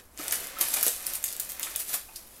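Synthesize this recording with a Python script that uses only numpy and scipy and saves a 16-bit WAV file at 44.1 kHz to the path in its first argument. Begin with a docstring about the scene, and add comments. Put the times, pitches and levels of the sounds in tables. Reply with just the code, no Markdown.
"""A thin plastic bag of coarse salt is handled close by in a small, lively kitchen.
Creases snap as struck resonances; crumpling film, crackle and grinding crystals are filtered random clicks.
Flexing panels are decaying noise through resonances, and a shifting load is one filtered impulse.
Room echoes follow, over smooth filtered noise: a steady low rumble and a faint hiss of trickling salt
that swells in early, then holds nearly level."""
import sys
import numpy as np
from scipy import signal
from scipy.io import wavfile
from scipy.ndimage import uniform_filter1d

SR = 44100
rng = np.random.default_rng(int(sys.argv[2]) if len(sys.argv) > 2 else 0)


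def output_pcm(signal):
    """Save a mono or channel-first signal as 16-bit PCM at the path in sys.argv[1].

    Samples are clipped to [-1, 1] before scaling.
    """
    pcm = np.clip(np.atleast_2d(signal).T, -1, 1) * 32767
    wavfile.write(sys.argv[1], SR, np.round(pcm).astype(np.int16))


N = 105840  # samples, 2.4 s


def snaps():
    """Impulse response: a crease's sudden release, a tick with a brief flutter, excites a broad resonance."""
    # Creases snapping through. Each row: start in seconds, rms level in dB before the common trim, pitch in Hz.
    snap_events = [(.1758, -30, 7400), (0.205, -41, 11000), (.2818, -17, 8500), (0.3106, -19, 7500),
                   (0.3235, -25, 11600), (0.3248, -16, 11600), (.357, -19.5, 9400), (.439, -30, 11700),
                   (.4705, -25, 11600), (0.5872, -24, 11500), (.5926, -23, 11400), (.611, -9.5, 11200),
                   (0.6122, -16, 7150), (0.686, -19, 11400), (0.7407, -15.5, 10200), (0.8102, -18, 12000),
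                   (.829, -8.5, 11200), (0.831, -17, 12100), (0.8343, -10.5, 12000), (.866, -10, 11000),
                   (0.8814, -10.5, 8150), (0.8803, -15.5, 12200), (1.0675, -14, 12200),
                   (1.1365, -18.5, 11800), (1.1546, -19.5, 8400), (1.228, -28, 12000), (1.241, -12, 10300),
                   (1.2453, -17, 12000), (1.3272, -23, 10800), (1.3655, -24.5, 11300), (1.3985, -16, 11500),
                   (1.402, -16.5, 11500), (1.4925, -26, 12400), (1.5195, -23, 12300),
                   (1.5966, -19.5, 13300), (1.6303, -17.5, 8300), (1.761, -12, 12600), (1.7938, -29, 10100),
                   (1.8175, -25, 10600), (2.1605, -27, 10900)]
    # Spectrum shared by all snaps. Each row: frequency in Hz, relative gain in dB.
    snap_spectrum = [(100, -15), (700, 9.5), (5000, 4), (14500, 1), (16000, -1)]
    width_hz, flutter_s, flutter_db, trim_db = 3140, .0007, -9.5, -14.5
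    out = np.zeros(N)
    t = np.arange(512) / SR
    noises = rng.standard_normal((len(snap_events), len(t)))
    for (start, db, hz), noise in zip(snap_events, noises):
        tick = t == 0
        flutter = amp(flutter_db) * noise * np.exp(-t / flutter_s)
        resonance = ring(tick + flutter, hz, width_hz)
        add(out, start, amp(db) * unit(colour(resonance, snap_spectrum)))
    return amp(trim_db) * out


def crumples():
    """Shot noise: dense tiny folds, whose bursts add in power, swell and die away exponentially."""
    # Bursts of folding film. Each row: peak time, rise time and fall time in seconds, peak level in dB.
    bursts = [(0.323, 0.0028, 0.022, -24), (0.614, 0.0045, 0.01, -19.5), (0.742, 0.0065, 0.0052, -21),
              (.772, 0.013, 0.0057, -27), (.832, 0.0056, 0.079, -35.5), (0.872, 0.0072, 0.022, -26.5),
              (1.066, 0.0043, 0.014, -35), (1.154, 0.023, 0.015, -33), (1.407, 0.0046, 0.017, -36),
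              (1.498, 0.003, 0.022, -34.5), (1.636, 0.013, 0.0071, -32.5), (1.799, 0.004, 0.019, -29.5),
              (1.895, 0.016, 0.031, -33), (2.162, .002, 0.02, -41), (1.942, 0.011, 0.015, -24.5)]
    # Spectrum of the folds. Each row: frequency in Hz, relative gain in dB.
    fold_spectrum = [(100, -23), (400, -14.5), (1000, -14.5), (2000, -8), (5000, -6), (11500, 2),
                     (14500, 0.5), (16000, -34)]
    t = np.arange(N) / SR
    power = np.zeros(N)
    for peak, rise, fall, db in bursts:
        decay = np.maximum((peak - t) / rise, (t - peak) / fall)
        power += (amp(db) * np.exp(-decay)) ** 2
    folds = grains(per_s=9000, spread_db=4.0)
    return np.sqrt(power) * unit(colour(folds, fold_spectrum))


def crackle():
    """Modulated shot noise: fine ticks of film and crystals come in clumps of varying spectrum."""
    # Strength of the crackle. Each row: time in seconds, rms level in dB.
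    crackle_level = [(0, -59.5), (.1, -66), (.165, -62), (.19, -40), (.36, -41.5), (.47, -45.5),
                     (.57, -57.5), (.64, -34.5), (.88, -35.5), (1.03, -45), (1.1, -39.5), (1.21, -54),
                     (1.26, -34), (1.37, -50), (1.42, -44.5), (1.58, -49.5), (1.66, -40.5), (2.03, -54.5),
                     (2.4, -57.5)]
    # Spectrum of the ticks. Each row: frequency in Hz, relative gain in dB.
    tick_spectrum = [(200, -33), (1500, -13), (3500, -4.5), (7000, -1.5), (11800, 4), (14500, -2.5),
                     (16000, -33)]
    clump_db, patch_db = 1, 2  # rms variation over time, and over time and frequency
    drift = uniform_filter1d(rng.standard_normal(N), size=200)  # 4.5 ms average
    clumps = amp(clump_db * unit(drift))
    ticks = patchy(clumps * grains(per_s=5000, spread_db=5.5), patch_db, size=20)
    return level(crackle_level) * unit(colour(ticks, tick_spectrum))


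def grind():
    """Friction as many small slips: crystals rub together, muffled by the fingers."""
    # Strength of the grinding. Each row: time in seconds, rms level in dB.
    grind_level = [(0, -49), (.06, -94), (.17, -58.5), (.195, -42.5), (.42, -44), (.55, -47.5),
                   (.62, -38.5), (.69, -43.5), (.78, -39.5), (.94, -50), (1.05, -48.5), (1.1, -45.5),
                   (1.2, -51.5), (1.55, -52.5), (1.61, -44.5), (1.87, -54.5), (1.94, -45.5), (2.02, -63)]
    # Muffled spectrum of the slips. Each row: frequency in Hz, relative gain in dB.
    slip_spectrum = [(80, -12.5), (170, -9.5), (280, -4.5), (400, -3.5), (570, 1.5), (760, -3.5),
                     (2100, -2), (3000, -5.5), (16000, -14.5)]
    slips = grains(per_s=4000, spread_db=3.0)
    return level(grind_level) * unit(colour(slips, slip_spectrum))


def flexes():
    """Resonance of buckling panels: decaying noise through two peaks at one pitch sounds short and hollow."""
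    # Buckling panels. Each row: start in seconds, onset level in dB, pitch in Hz, width of first peak in Hz.
    buckles = [(.19, -40, 296, 119), (.196, -40.5, 1310, 170), (.326, -33, 1800, 1000),
               (.564, -41, 1330, 70), (.607, -41, 380, 500), (.765, -35.5, 880, 596),
               (.768, -35.5, 2180, 900), (.828, -36.5, 1440, 700), (.876, -39, 600, 203),
               (1.595, -43, 1700, 1290), (1.631, -36, 3440, 890), (1.63, -35, 7940, 900),
               (1.668, -38.5, 1540, 900), (1.751, -39, 3160, 2000), (1.939, -36.5, 1000, 1200),
               (2.085, -50, 850, 220), (2.086, -54, 2580, 400), (2.157, -41.5, 4980, 1200)]
    decay_s = 0.014
    out = np.zeros(N)
    t = np.arange(SR // 5) / SR
    fade = np.exp(-t / decay_s)
    fade_rms = np.sqrt(np.mean(fade ** 2))
    noises = rng.standard_normal((len(buckles), len(t)))
    for (start, db, hz, width), noise in zip(buckles, noises):
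        narrow = ring(noise * fade, hz, width)
        hollow = ring(narrow, hz, 2 * width)
        add(out, start, amp(db) * fade_rms * unit(hollow))
    return out


def thud():
    """Impulse response of a damped load: the salt shifts in the bag with one broad, dull knock."""
    # Spectrum of the knock. Each row: frequency in Hz, relative gain in dB.
    knock_spectrum = [(100, -25), (280, -5), (620, 1), (850, -24.5), (8000, -63)]
    start_s, rms_db = .866, -39.5
    out = np.zeros(N)
    knock = colour(signal.unit_impulse(1024), knock_spectrum)
    add(out, start_s, amp(rms_db) * unit(knock))
    return out


def kitchen(x):
    """Reverberation by convolution: early reflections from board and hands, then a decaying room tail."""
    # Reverberation time of the room. Each row: frequency in Hz, time to fall 60 dB in seconds.
    room_t60 = [(300, 0.18), (3000, 0.36), (12000, 0.28)]
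    room_db, early_db, early_s, onset_s = -5, -10.5, 0.0049, 0.00094  # levels are of each echo's energy
    turn_hz = 2  # the echo pattern cycles twice a second
    t = np.arange(SR // 2) / SR
    out = x
    for k, (a, b) in enumerate(rng.standard_normal((4, 2, len(t)))):
        hz, at, z = signal.stft(a * abs(a), SR)  # a few strong reflections among many weak ones
        decay = amp(-60 * at / read(room_t60, hz)[:, None])
        tail = signal.istft(z * decay, SR)[1][:len(t)]
        tail = tail * (1 - np.exp(-t / onset_s))
        early = b ** 3 * t * np.exp(-2 * t / early_s)
        echo = amp(room_db) * tail / np.linalg.norm(tail)
        echo = echo + amp(early_db) * early / np.linalg.norm(early)
        # the four echo patterns take over from one another in a quarter-cycle rotation
        share = np.maximum(np.cos(2 * np.pi * turn_hz * np.arange(N) / SR + k * np.pi / 2), 0)
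        out = out + signal.fftconvolve(x * share, echo)[:N]
    return out


def background():
    """Smooth filtered noise: a steady low rumble and a faint salt hiss that swells in, then holds nearly level."""
    # Spectrum of the room rumble. Each row: frequency in Hz, relative gain in dB.
    rumble_spectrum = [(25, 1), (80, -1.5), (110, -14), (200, -10.5), (1200, -16), (3000, -29.5)]
    # Strength of the fine salt's trickle. Each row: time in seconds, rms level in dB.
    trickle_level = [(.15, -82), (.4, -57), (2.4, -55)]
    # Spectrum of the trickle. Each row: frequency in Hz, relative gain in dB.
    trickle_spectrum = [(150, -15.5), (700, -1), (1800, -13.5), (7000, -7), (11500, 0), (16000, -7)]
    rumble_db = -57
    rumble, hiss = rng.standard_normal((2, N))
    rumble = amp(rumble_db) * unit(colour(rumble, rumble_spectrum))
    trickle = level(trickle_level) * unit(colour(hiss, trickle_spectrum))
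    return rumble + trickle


def grains(per_s, spread_db):
    """Poisson-like shot noise: random tiny clicks of either sign, a few much larger than the rest."""
    size = amp(spread_db * np.minimum(rng.exponential(1, N), 4))
    sign = rng.choice([-1, 1], N)
    return size * sign * (rng.random(N) < per_s / SR)


def patchy(x, depth_db, size):
    """Time-frequency modulation: a smoothed random gain field gives passing grains varying spectra."""
    z = signal.stft(x, nperseg=256)[2]
    field = uniform_filter1d(rng.standard_normal(z.shape), size, axis=0)  # across frequency
    field = uniform_filter1d(field, size=4, axis=1)  # across time
    return signal.istft(z * amp(depth_db * unit(field)), nperseg=256)[1][:N]


def ring(x, hz, width_hz):
    """Second-order resonance: quality factor is pitch over bandwidth."""
    b, a = signal.iirpeak(min(hz, SR / 2 - 1), hz / width_hz, SR)
    return signal.lfilter(b, a, x)


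def colour(x, points, size=4096):
    """Minimum-phase filtering: the Hilbert transform of log gain gives the phase of a causal filter."""
    hz = abs(np.fft.fftfreq(size, 1 / SR))
    log_gain = np.log(amp(read(points, hz)))
    taps = np.fft.ifft(np.exp(np.conj(signal.hilbert(log_gain)))).real
    return signal.fftconvolve(x, taps[:size // 2])[:len(x)]


def read(points, hz):
    """Interpolates a table along a logarithmic frequency axis."""
    f, value = np.transpose(points)
    return np.interp(np.log(hz + 1), np.log(f + 1), value)


def level(points):
    """Amplitude envelope: gain over time from a curve linear in dB."""
    return amp(np.interp(np.arange(N) / SR, *np.transpose(points)))


def amp(db):
    """Decibels to amplitude ratio."""
    return 10 ** (np.asarray(db) / 20)


def unit(x):
    """Power normalisation: scales to rms 1."""
    return x / np.sqrt(np.mean(x ** 2) + 1e-20)


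def add(mix, start_s, sound):
    """Superposition: adds a sound to the mix at its start time."""
    part = mix[max(round(start_s * SR), 0):][:len(sound)]
    part += sound[:len(part)]


def scene():
    """Superposition: the bag's sounds share the kitchen's echoes, and the background is added dry."""
    bag = snaps() + crumples() + crackle() + grind() + flexes() + thud()
    return (kitchen(bag) + background())[None]


def record(dry):
    """Saturation, then band limiting: the input rounds off the sharpest peaks before a low-pass filter."""
    ceiling, edge_hz = .65, 15900  # ceiling as a fraction of full scale
    soft = ceiling * np.tanh(dry / ceiling)
    low_pass = signal.firwin(255, edge_hz, window=("kaiser", 9), fs=SR)
    return signal.oaconvolve(soft, low_pass[None], "same")


dry = scene()
out = record(dry)
output_pcm(out)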